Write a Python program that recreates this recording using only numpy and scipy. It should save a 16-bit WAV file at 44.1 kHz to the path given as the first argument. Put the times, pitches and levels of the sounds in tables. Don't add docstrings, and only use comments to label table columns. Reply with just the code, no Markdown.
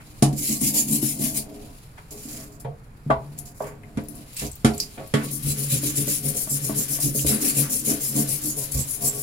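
import sys
import numpy as np
from scipy import signal
from scipy.fft import rfft, irfft
from scipy.io import wavfile
from scipy.ndimage import uniform_filter1d

SR = 44100
rng = np.random.default_rng(int(sys.argv[2]) if len(sys.argv) > 2 else 0)


def volts_from_decibels(level):
    exponent = np.asarray(level, float) / 20
    return 10 ** exponent


def put_to_file(sound):
    columns = np.atleast_2d(sound).T
    safe = np.clip(columns, -1, 1)
    whole_steps = np.round(safe * 32767)
    wavfile.write(sys.argv[1], SR, whole_steps.astype(np.int16))


N = 406602
FREQ = np.fft.rfftfreq(N, 1 / SR)
TIME = np.arange(N) / SR
STREAM_ON_S = 5.25


def unit(x):
    return x / np.sqrt(np.mean(x ** 2, axis=-1, keepdims=True))


def on_log(table):
    hz, *columns = np.transpose(table)
    return np.array([np.interp(np.log(FREQ + 1), np.log(hz), c) for c in columns])


def band(x, lo_hz, hi_hz):
    return signal.sosfilt(signal.butter(3, [lo_hz, hi_hz], "bandpass", fs=SR, output="sos"), x)


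def panned(pan_db):
    return np.array([[pan_db], [-pan_db]]) / 2


def walk(rate, channels=1, size=N):
    k = max(int(SR / rate), 1)
    steps = np.repeat(rng.standard_normal((channels, size // k + 1)), k, axis=1)[:, :size]
    return unit(uniform_filter1d(uniform_filter1d(steps, k), k))


def swells(table, rise, fall):
    out = np.zeros((len(table[0]) - 3, N))
    for t0, top, t1, *db in table:
        t1 = max(t1, top + .03)
        span = slice(int(t0 * SR), int(t1 * SR))
        up = np.clip((TIME[span] - t0) / max(top - t0, 1 / SR), 0, 1)
        down = np.clip((TIME[span] - top) / (t1 - top), 0, 1)
        shape = np.sin(np.pi / 2 * up) ** rise * np.cos(np.pi / 2 * down).clip(0) ** fall
        out[:, span] = np.maximum(out[:, span], volts_from_decibels(np.array(db))[:, None] * shape)
    return out


# (pitch [Hz], side minus mid [dB])
PORT_DIFFERENCE = [(60, -14), (110, -18), (200, -16.5), (380, -5), (700, -7.5), (1290, 3.5), (2380, -3),
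                   (4400, -0.5), (8120, -17), (15000, 0)]


def widen(mid, other):
    side = irfft(rfft(other) * volts_from_decibels(on_log(PORT_DIFFERENCE)[0]), N)
    return np.array([mid + side, mid - side]) * volts_from_decibels(panned(-0.54))


def mottle(x, db, size=(7, 4)):
    spec = signal.stft(x, nperseg=512)[2]
    patches = uniform_filter1d(rng.standard_normal(spec.shape), size[0], axis=2)
    patches = uniform_filter1d(patches, size[1], axis=1)
    return signal.istft(spec * volts_from_decibels(db * patches / patches.std()), nperseg=512)[1][:, :N]


# (pitch [Hz], left [dB], right [dB])
PORTS = [(1190, 6, 9.5), (2740, -2.5, -1.5), (3660, -9, 0.5), (5070, -1.5, 5), (6190, -2, 0),
         (6810, -42, 6.5), (7500, -6, 8), (8600, -2.5, -3), (8860, 7, -10), (10500, 7.5, -7),
         (12040, 5, -2.5), (13700, -1.5, -1.5), (14500, 3, 4), (15900, 5.5, -0.5)]
# (pitch [Hz], width [Hz], level [dB])
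BRISTLES = [(8800, 180, 1.5), (10800, 380, 2.5), (6600, 90, 2)]


def slips(share=.25, spread_db=0.5, patchy_db=1.6, mottle_db=3.0, cloth_db=0.):
    clicks = (rng.random((2, N)) < share) * rng.standard_normal((2, N))
    clicks = clicks * volts_from_decibels(spread_db * rng.exponential(size=(2, N)).clip(0, 5.0))
    colour = on_log(PORTS)
    for hz, width, db in BRISTLES:
        colour = colour + db / (1 + (2 * (FREQ - hz) / width) ** 2)
    colour = colour + cloth_db / (1 + ((FREQ - 4800) / 900) ** 2)
    patchy = mottle(clicks * volts_from_decibels(patchy_db * walk(120)), mottle_db)
    tips = irfft(rfft(patchy) * volts_from_decibels(colour), N)
    return unit(band(tips, 5850, 14640)), unit(band(tips, 2200, 4250))


def shaken(modes, wander_db, lo_hz, hi_hz, rumble_db, steady=0.7, size=32):
    swing, coarse = 0, TIME[::size]
    for hz, db, t60 in modes:
        a, b = walk(size * 8.5 / t60, channels=2, size=len(coarse))
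        favour_db = wander_db * walk(size * 11, size=len(coarse))[0]
        gain = volts_from_decibels(db + favour_db) / (np.hypot(a, b) + 0.3) ** steady
        phasor = np.interp(TIME, coarse, gain * (a + 1j * b))
        swing = swing + (phasor * np.exp(2j * np.pi * hz * TIME)).real
    rumble = unit(band(rng.standard_normal(N), lo_hz, hi_hz))
    swing = unit(unit(swing) + volts_from_decibels(rumble_db) * rumble)
    return np.array([swing, np.roll(swing, N // 2)])


# (pitch [Hz], level [dB], t60 [s])
DRUM = [(140, 1.5, .3), (71, -20, 0.15)]
WALL = [(197, -34, 0.19), (216.6, 2.5, 0.27), (246, 0, 0.2), (275, -7, 0.17), (297, -2, 0.32)]
RIM = [(414.3, 11.7, 0.35), (486, 1.4, 0.21), (541.5, 4.2, 0.2)]
TAP = [(641.6, -3.5, 0.26), (709, 1.5, 0.15), (850, -16, 0.22), (890, -10.5, 0.18), (980, -11.5, 0.32),
       (1117, -14.5, 0.22)]


def shaken_basin():
    dry_db, wet_db, climb_db_s = -2, -15, 3
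    tap_db = np.where(TIME < STREAM_ON_S, dry_db, wet_db + climb_db_s * (TIME - STREAM_ON_S))
    high = volts_from_decibels(tap_db) * shaken(TAP, 5.5, 611, 785, -4.5)
    drum = shaken(DRUM, 0.87, 44, 160, -28)
    lower = 0.78 * shaken(WALL[:3], 2.1, 144, 275, -10.0)
    upper = 0.63 * shaken(WALL[3:], 1.17, 250, 366, -8.5)
    return [drum, lower, upper, 0.85 * (shaken(RIM, 3.8, 386, 560, -3.0) + high)]


# (pitch [Hz], level [dB per Hz])
ROOM = [(12, -11), (20, -3.5), (43, -4), (68, -8.5), (86, -8.5), (142, -3.5), (168, -12), (367, -23),
        (738, -28), (1150, -30.5), (2530, -37), (2990, -46.5), (16000, -57)]


def room():
    air = irfft(rfft(rng.standard_normal((2, N))) * volts_from_decibels(on_log(ROOM)), N)
    return volts_from_decibels(-45.5 + 0.13 * walk(4.7)) * widen(*unit(air))


# (time [s], glove rustle [dB], basin murmur [dB])
HANDS = [(0., -56.5, -49), (1.44, -55.5, -38), (1.73, -54, -45), (1.92, -60, -96), (2.35, -62, -34),
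         (2.66, -69.5, -47.5), (2.93, -67.5, -64), (3.389, -58.5, -43), (3.55, -71, -48),
         (3.87, -63.5, -43), (4.05, -57.5, -47), (4.21, -54, -38.5), (4.4, -46, -65), (4.59, -57, -67),
         (4.75, -45.5, -37), (4.9, -52, -49), (5.08, -53, -51), (5.3, -42, -45)]
# (start [s], fastest [s], end [s], rustle [dB], left minus right [dB])
RUBS = [(2.107, 2.093, 2.26, -42, 1), (2.153, 2.335, 2.55, -39.5, 0), (2.52, 2.511, 2.6, -49.5, -4),
        (2.598, 2.601, 2.65, -46.5, 4), (3.377, 3.384, 3.43, -42, -3), (3.452, 3.473, 3.55, -44, 0),
        (3.54, 3.62, 3.79, -48, 1), (4.083, 4.095, 4.2, -49, 10), (4.142, 4.158, 4.21, -45.5, 6),
        (4.364, 4.403, 4.51, -32.5, 0.5), (4.795, 4.794, 4.9, -37, -2), (5.23, 5.255, 5.3, -38, 8)]


def handling(basin):
    rasp, scrape = slips(share=.3, spread_db=2.0, patchy_db=2.0, mottle_db=1.0, cloth_db=3.5)
    s, *levels = np.transpose(HANDS)
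    fade_db = 400 * (TIME - s[-1]).clip(0)
    hiss_db, murmur_db = (np.interp(TIME, s, c) - fade_db for c in levels)
    rows = []
    for *t, db, pan_db in RUBS:
        scuff_db = -58 + 1.76 * (db + 42.5)
        rows.append((*t, db + pan_db / 2, db - pan_db / 2, scuff_db))
    rub = swells(rows, rise=.5, fall=2.5)
    rustle = np.hypot(volts_from_decibels(hiss_db + panned(3)), rub[:2])
    scuff = np.hypot(volts_from_decibels(hiss_db - 5), rub[2])
    murmur = volts_from_decibels(-15.5) * basin[3] + 0.15 * basin[0] + 0.36 * (basin[1] + basin[2])
    return rustle * rasp + scuff * scrape + widen(*volts_from_decibels(murmur_db) * murmur)


# (start [s], hardest [s], end [s], level [dB])
GRINDS = [(0., .01, 0.062, -53), (1.97, 1.99, 1.6, -49.5), (2.2, 2.4, 2.54, -53.5),
          (2.645, 2.655, 2.7, -51.5), (3.1, 3.108, 3, -32), (3.59, 3.66, 3.86, -49),
          (3.97, 3.985, 3.82, -44), (4.39, 4.43, 4.47, -42.5), (4.97, 4.99, 5.13, -48),
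          (5.15, 5.2, 5.3, -38), (7.25, 7.32, 7.9, -43), (7.42, 7.46, 6.5, -48), (7.57, 7.64, 7.81, -43.5),
          (7.88, 7.93, 8, -46), (8.16, 8.22, 7.7, -46)]


def grinds():
    grit = rng.standard_normal((2, N)) * volts_from_decibels(2.2 * walk(90))
    return swells(GRINDS, rise=0.86, fall=5.0) * unit(band(grit, 850, 2400))


# (start [s], length [s], floor drum [dB], wall [dB], rim [dB])
SLIDES = [(0.221, 0.17, -31, -37, -40), (0.488, 0.13, -37.5, -27, -48), (1.454, 0.35, -73, -48, -51.5),
          (2.11, 0.16, -72, -46, -49.5), (2.247, 0.1, -66, -40.5, -62), (2.646, 0.13, -31.5, -68, -42),
          (3.06, 0.16, -28.5, -44, -64), (3.098, 0.046, -40, -27, -28), (3.178, 0.37, -36, -66, -78),
          (3.637, 0.17, -40, -59, -44), (3.973, 0.096, -59, -36, -44), (4.08, 0.19, -49, -45, -66),
          (4.417, 0.11, -37, -33, -37.5), (4.656, 0.13, -60, -53, -33.5), (4.973, 0.13, -51, -45, -39.5),
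          (5.14, 0.28, -32.5, -36.5, -39)]


def slides():
    rows = []
    for s, long, drum_db, wall_db, rim_db in SLIDES:
        rows.append((s, s + 0.079 * long, s + long, drum_db, wall_db, wall_db, rim_db))
    return swells(rows, rise=1.0, fall=1.8)


# (time [s], level [dB], modes (pitch [Hz], level [dB], t60 [s]))
RINGS = [
    (0.224, -12.5, [(141, -1, 0.5), (226.5, 0.5, 0.15), (306, -3.5, 0.27), (400, -16, 0.27), (718, -7, 0.24), (820, -15.5, 0.22)]),
    (0.2257, -24.5, [(7084, -4, 0.06), (9000, 9.5, 0.026), (13700, -7, 0.085)]),
    (2.649, -39.5, [(463, 4, 0.38), (830, -1, 0.19), (896, -1, 0.19)]),
    (3.102, -17, [(375, -23, 0.41), (444, -16, 0.21), (602, 10.5, 0.028), (728, -15, 0.24), (826, -9.5, 0.24), (1030, -5, 0.057), (1170, -11, 0.13), (1480, -13, 0.17), (2000, -19, 0.17)]),
    (3.1135, -11, [(683, 2, 0.03)]),
    (3.604, -23, [(595, -9, 0.19), (790, -4, 0.037), (1553, -25, 0.34)]),
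    (3.972, -23, [(222.7, 2.5, 0.15), (524, -16, 0.31), (688, -19, 0.42)]),
    (4.646, -13, [(144, 2, 0.089), (224.4, 4.5, 0.23), (320, -3, 0.2), (412, -8.5, 0.41), (733, -10, 0.21), (860, -20.5, 0.26), (1367, -24.5, 0.24), (2207, -20, 0.19)]),
    (5.1385, -17.5, [(144, 2, 0.12), (225, -21, 0.71), (292, 2.5, 0.17), (418, -2.5, 0.23), (1110, -19.5, 0.44), (2180, -22.5, 0.45)]),
]


def rings(size=SR // 2):
    smear_hz = 28
    out, t = np.zeros((2, N + size)), np.arange(size) / SR
    for s, db, modes in RINGS:
        hz, level_db, t60 = np.transpose(modes)
        steps = rng.standard_normal((len(hz), size)).cumsum(axis=1)
        drift = np.sqrt(2 * np.pi * smear_hz / SR) * hz[:, None] / 1000 * steps
        waves = np.sin(2 * np.pi * hz[:, None] * t + uniform_filter1d(drift, size=40))
        waves = waves * np.exp(-np.log(1000) * t / t60.clip(.02, .6)[:, None])
        signs = np.array([-np.ones(len(hz)), np.sign(rng.standard_normal(len(hz)))])
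        attack = (1 - np.exp(-t / 0.001)) * (1 + 0.55 * np.exp(-t / 0.012))
        out[:, int(s * SR):][:, :size] += (signs * volts_from_decibels(db + level_db)) @ waves * attack
    return out[:, :N]


def ring(x, modes, gains, detune):
    out = 0
    for (hz, db, t60), gain, shift in zip(modes, gains, detune):
        pole = np.exp(2j * np.pi * hz * shift / SR - np.log(1000) / (t60 * SR))
        out = out + volts_from_decibels(db) * gain * signal.lfilter([1], [1, -pole], x).imag
    return out


# (pitch [Hz], level [dB], t60 [s])
CLANK = [(1270, 4, 0.09), (1467, 4, 0.09), (1777, 4, 0.07), (1950, 9, 0.03), (2290, 10, 0.03),
         (3300, 6, .04)]
# (time [s], basin [dB], tap [dB], clank [dB], crack [dB])
BLOWS = [
    (0.222, -7, -23, -27, -18.5),
    (0.327, -18, -68, -62, -42.5),
    (1.979, -85, -41, -46, -55),
    (2.645, -42, -39, -42, -59),
    (3.1017, -20.5, -13, -28.5, -45.5),
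    (3.603, -34, -20.5, -48, -61),
    (3.971, -17, -45, -36, -44),
    (4.645, -6.5, -23, -17.5, -21.5),
    (5.137, -10, -25, -17, -28),
]
# (time [s], basin [dB], rim [dB], tap [dB], clank [dB])
BUMPS = [(0.612, -15, -59, -41, -59), (1.025, -14, -37, -40, -41), (3.061, -28, -55, -59, -62),
         (3.639, -38, -52, -42, -44), (4.977, -33, -49, -52, -35.5), (5.829, -31, -32, -49, -54),
         (6.073, -25, -29, -44, -41), (6.47, -33, -55, -36.5, -43), (6.692, -19, -33, -28.5, -38.5),
         (6.985, -47, -43, -36, -41), (7.146, -26, -28.5, -57, -52), (7.244, -19, -25.5, -39, -51),
         (1.192, -18, -48, -60, -55)]


def knocks(size=SR // 3):
    thuds, cracks, t = np.zeros((2, N + size)), np.zeros((2, N + size)), np.arange(size) / SR
    # modes, low edge [Hz], high edge [Hz], clatter share, extra snap
    groups = ((DRUM + WALL, 110, 360, .2, 1.6), (RIM, 360, 620, .5, 1.8),
              (TAP, 520, 1150, .9, 3.0), (CLANK, 1000, 4600, 2.5, 2.2))
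    blows = [(s, low, -11 + 0.3 * low + 0.37 * tap, tap, *high) for s, low, tap, *high in BLOWS]
    for s, *levels, crack_db in blows + [(*row, -74) for row in BUMPS]:
        blow = (t == 0) + 0.06 * rng.standard_normal((2, size)) * np.exp(-t / 0.015)
        sound = 0
        for db, (modes, lo_hz, hi_hz, clatter, snap) in zip(levels, groups):
            luck = rng.standard_normal((3, len(modes)))
            gains, detune = volts_from_decibels(2.0 * luck[0]), 1 + 0.013 * luck[1]
            mid = ring(blow[0], modes, -gains, detune)
            other = ring(blow[1], modes, gains * np.sign(luck[2]), detune)
            part = unit(np.array([mid, other]))
            fade_s = 0.041 * (600 / lo_hz) ** 0.86
            dense = unit(rng.standard_normal((2, size)) * np.exp(-t / fade_s))
            dense = signal.lfilter([1], [1, -np.exp(-2 * np.pi * lo_hz / SR)], dense)
            part = (1 + snap * np.exp(-t / 0.0075)) * part + clatter * unit(band(dense, lo_hz, hi_hz))
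            part = band(part, lo_hz * 1.185, hi_hz * 1.06)
            sound = sound + volts_from_decibels(db) * part / abs(part).max(axis=1, keepdims=True)
        crack = band(rng.standard_normal((2, size)), 2200, 10500)
        crack = crack * (np.exp(-t / 0.01) + 0.58 * np.exp(-t / 0.025))
        start = int((s + 0.0017) * SR)
        thuds[:, start:start + size] += sound
        cracks[:, start:start + size] += volts_from_decibels(crack_db + 0.5) * crack
    crack = irfft(rfft(cracks[:, :N]) * volts_from_decibels(0.91 * on_log(PORTS)), N)
    return widen(*thuds[:, :N] + band(rings(), 104, 15000)) + crack


# (start [s], length [s], level [dB])
BOOMS = [
    (.23, 0.24, -40),
    (3.074, 0.19, -37),
    (3.96, 0.1, -37),
    (4.412, 0.17, -35),
    (4.65, 0.15, -32),
    (5.446, 0.11, -31),
    (7.235, 0.11, -32),
    (8.741, 0.11, -28),
]


def booms():
    gain = swells([(s, s + 0.078 * long, s + long, db) for s, long, db in BOOMS], rise=0.6, fall=1.4)
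    return gain * unit(band(rng.standard_normal(N), 50, 88))


# (time [s], level [dB], pitch [Hz], t60 [s], left minus right [dB])
TICKS = [(2.1116, -33, 7500, 6.0, -12), (3.3878, -21.5, 10440, 0.62, 15), (3.8345, -33, 2120, 6.0, 11),
         (4.0367, -36, 12970, 0.065, 6), (4.085, -26, 10230, 0.34, 12), (4.1536, -33, 9900, 4.6, 14.5),
         (4.3316, -33, 10900, 0.37, 7), (4.3676, -23, 8400, 0.35, -8), (4.466, -24.5, 6000, 0.21, -9),
         (4.515, -24, 8150, 0.22, 4), (4.5294, -33, 6990, 0.36, -6), (4.747, -30, 10500, 0.22, 15),
         (4.779, -16, 7800, 0.072, 2), (4.801, -6.5, 5000, 0.19, -1), (5.075, -33, 10800, 6.0, 12),
         (.328, -34, 11000, .1, 7), (4.345, -29, 13500, .05, 2), (4.555, -26, 13800, .15, 4),
         (4.736, -29, 4500, .1, -6), (7.192, -18.5, 2860, .06, -1)]
# (time [s], level [dB], pitch [Hz], t60 [s], left minus right [dB])
CATCHES = [
    (0.6135, -16, 9300, 0.1, 7),
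    (0.745, -14, 7250, 0.1, 0),
    (5.3147, -20.5, 11300, 0.1, 7.5),
    (6.0726, -22, 10800, 0.1, 6),
    (7.8486, -21, 10700, 0.073, 4.5),
    (8.291, -16, 9100, 0.11, 8),
    (8.7203, -20, 10600, 0.085, 14),
]


def ticks(size=SR // 5):
    out, t = np.zeros((2, N + size)), np.arange(size) / SR
    for s, db, hz, t60, pan_db in TICKS + [(s, db + 0.5, *rest) for s, db, *rest in CATCHES]:
        noise = rng.standard_normal((2, size))
        burst = unit(band(noise, hz / 1.14, min(hz * 1.21, SR / 2.2)))
        tone = 0.8 * np.sin(2 * np.pi * hz * t)
        splash = 0.71 * min(hz / 5000, 1) ** 2 * unit(band(noise, 6300, 15300))
        decay = 1.33 * np.exp(-t / 0.0037) + 0.18 * np.exp(-np.log(1000) * t / np.clip(t60, .02, .2))
        out[:, int(s * SR):][:, :size] += 0.2 * volts_from_decibels(db + panned(pan_db)) * (burst + tone + splash) * decay
    return out[:, :N]


# (start [s], time to full speed [s], rasp [dB], floor drum [dB], wall [dB])
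DRY = [
    (0.362, 0.15, -24.5, -51, -39),
    (0.607, 0.054, -20.5, -29, -28),
    (0.737, 0.024, -20.5, -48, -32),
    (0.871, 0.079, -22.5, -28.5, -27),
    (1.014, 0.053, -24, -34, -39),
    (1.187, 0.067, -22, -33, -29),
    (1.341, 0.024, -23, -42, -39),
]
PUSHES = [(5.428, 0.069, -24, -23.5, -34), (5.695, 0.031, -20, -23.5, -31.5),
          (5.952, 0.031, -20, -23.5, -31), (6.227, 0.055, -23, -26, -34.5),
          (6.494, 0.037, -22, -32.5, -36.5), (6.747, 0.047, -21.5, -32, -34), (6.999, 0.036, -20, -23, -30),
          (7.26, 0.029, -19.5, -31.5, -27.5), (7.547, 0.027, -19.5, -26.5, -28),
          (7.845, 0.045, -20.5, -33.5, -25.5), (8.137, 0.034, -19, -26.5, -25),
          (8.414, 0.07, -24, -35.5, -35), (8.713, 0.073, -23, -26, -36.5), (9.009, 0.06, -21, -34, -39.5)]
PULLS = [(5.304, 0.049, -28.5, -45, -41.5), (5.567, 0.073, -24, -32.5, -39),
         (5.816, 0.053, -21, -34, -32.5), (6.065, 0.044, -21, -34, -38), (6.342, 0.029, -23, -42, -42.5),
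         (6.619, 0.049, -24, -31.5, -41), (6.879, 0.063, -22.5, -35, -39),
         (7.138, 0.049, -19.5, -27.5, -39), (7.402, 0.074, -18, -50, -27),
         (7.692, 0.065, -21.5, -36.5, -39.5), (7.992, 0.081, -23.5, -40, -50),
         (8.272, 0.054, -21.5, -35, -42.5), (8.561, 0.034, -25.5, -38, -42), (8.867, 0.047, -26, -46, -49),
         (9.125, 0.066, -26.5, -39.5, -46.5)]
# (left minus right [dB], its drift [dB/s], scrape [dB], rim [dB],
# rim of the first stroke [dB], its climb [dB/s])
DRY_HOLD = (0, 6.5, -37, -51.5, -41, 3.)
PUSH_HOLD = (6.5, 0, -41, -40, -48.5, 3)
PULL_HOLD = (6.5, 0.4, -41, -37, -46.5, 0.5)
# (upper minus lower wall [dB], extra rim [dB], extra scrape [dB], extra left minus right [dB])
GRIPS = [(2, -4, 6.5, 1), (0, -0.5, -1.5, 1.5), (-1, 8, 1.2, 2), (-2, -1, -3.5, 1.5), (9, -5, 5, 2),
         (-2, -0.5, -1, -2), (5, 2, 4, -2), (-2.5, 3.5, 5.5, 1), (-6.5, 3.5, 6.5, -3), (7, 3, 2.3, -0.3),
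         (-1, 3., 3, 1.5), (0, -2, -11, 0), (-2, 2, -4, -3.5), (8, -2.5, -2.5, -0.5), (-10, 3, 3, 0.5),
         (0, 0.5, 0.5, 0), (3.5, 1.7, -2, -0.8), (-4.5, 0.2, -5, -1.5), (6.5, -10, -5, -2.5),
         (-0.7, -3, 3, -3), (-3.5, 1, 1.5, 0), (4, -9, -1, 0.5), (1, 3.5, 6, 0), (8.5, -3, 3.5, -3),
         (5, 0.5, 5.5, -3), (0, 5.5, 7, -1), (2, 3.5, 0, 0), (4., 2.5, -4, 0), (2, -11, -3, -4),
         (6, 2.5, -0.5, -3), (-6, 2.5, 1, -2.5), (8, 2, 7, -3), (2, 3, 7.5, -1), (5, 5, 5, -1),
         (4, -6, -12, -0.3), (5, 5, -9, -1.5)]
LAGS_MS = [1, 3, -5, 14, 12, 5, -2, 17, 22, 21, 5, 5, 3, 33, 25, 16, 22, 12, 7, 24, 1, 4, -3, 12, 1, 0, -2,
           4, 10, 15, -4, -4, -14, -4, -4, -2]


def strokes():
    lifts_s, turn_s = [1.436, 9.31], 0.013
    late_s, shake_s = 0.0026, 0.1
    stops = np.sort([row[0] for row in DRY + PUSHES + PULLS] + lifts_s)
    wires, shakes, grips = [], [], iter(zip(GRIPS, LAGS_MS))
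    for rows, hold in ((DRY, DRY_HOLD), (PUSHES, PUSH_HOLD), (PULLS, PULL_HOLD)):
        pan_db, drift, scrape_db, rim_db, first_db, climb = hold
        for s, rise, rasp_db, drum_db, wall_db in rows:
            end, since = stops[stops > s][0] - turn_s, s - rows[0][0]
            (lean_db, ring_db, dig_db, turn_db), lag_ms = next(grips)
            left_db = rasp_db + turn_db / 2
            right_db = rasp_db - turn_db / 2 - pan_db - drift * since
            scrape = dig_db + scrape_db + 0.9 * (rasp_db + 21) + 0.65 * (wall_db + 27.0)
            rim = ring_db + min(rim_db, first_db + climb * since) + 0.39 * (wall_db + 40.0)
            wires.append((s, s + rise, end, left_db, right_db, scrape))
            jolt = s + late_s + max(lag_ms, 0) / 1000
            hardest = jolt + 0.51 * rise
            calm = min(end + late_s, jolt + shake_s)
            shakes.append((jolt, hardest, calm, drum_db, wall_db - lean_db / 2, wall_db + lean_db / 2, rim))
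    return wires, shakes


def brush(basin):
    rasp, scrape = slips()
    wires, shakes = strokes()
    stroke = swells(wires, rise=0.52, fall=1.32)
    stroke = np.hypot(stroke, volts_from_decibels(-7.0) * uniform_filter1d(stroke, size=5000))
    push = swells(shakes, rise=0.52, fall=0.65)
    push = np.hypot(push, volts_from_decibels(-3.5) * uniform_filter1d(push, size=8000))
    push = np.hypot(push, slides())
    drumming = sum(gain * modes for gain, modes in zip(push, basin))
    return stroke[:2] * rasp + stroke[2] * scrape + widen(*drumming)


# (loudest [s], pitch [Hz], level [dB])
SINGS = [
    (0.799, 7140, -28),
    (.93, 9070, -31.5),
    (4.825, 4830, -41.5),
    (5.509, 7850, -35),
    (6.52, 7650, -34.5),
    (8.51, 6750, -36.5),
    (8.815, 7800, -33.5),
    (9.084, 7600, -30),
]


def sings():
    swell_s, width = 0.04, 1.035
    out = 0
    for s, hz, db in SINGS:
        gain = swells([(s - swell_s, s, s + swell_s, db)], rise=1.3, fall=2.1)
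        out = out + gain * unit(band(rng.standard_normal(N), hz / width, hz * width))
    return irfft(rfft(out) * volts_from_decibels(1.2 * on_log(PORTS)), N)


def stream():
    grains = (rng.random((2, N)) < .05) * rng.standard_normal((2, N))
    grains = grains * volts_from_decibels(3 * walk(13).clip(-1, 1))
    fizz = unit(band(grains, 930, 6900)) + volts_from_decibels(-11.5) * unit(band(grains, 280, 1160))
    return volts_from_decibels(-46.5) * np.clip((TIME - STREAM_ON_S) / 0.19, 0, 1) * fizz


def scene():
    basin = shaken_basin()
    near = handling(basin) + grinds() + knocks() + booms() + ticks() + brush(basin) + sings() + stream()
    t = np.arange(SR // 4) / SR
    tail = rng.standard_normal((2, len(t))) * np.exp(-np.log(1000) * t / 0.14) * (t > .003)
    echo = signal.oaconvolve(band(near, 690, 13700), tail, axes=1)[:, :N]
    return near + volts_from_decibels(-30.0) * echo + room()


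def low_pass(x):
    return signal.sosfilt(signal.butter(12, 17000, fs=SR, output="sos"), x)


def record(dry):
    cut = signal.ellip(10, .2, 70, 15850, fs=SR, output="sos")
    mix = signal.sosfilt(cut, np.tanh(.8 * dry) / .8)
    return low_pass(mix)


dry = scene()
out = record(dry)
put_to_file(out)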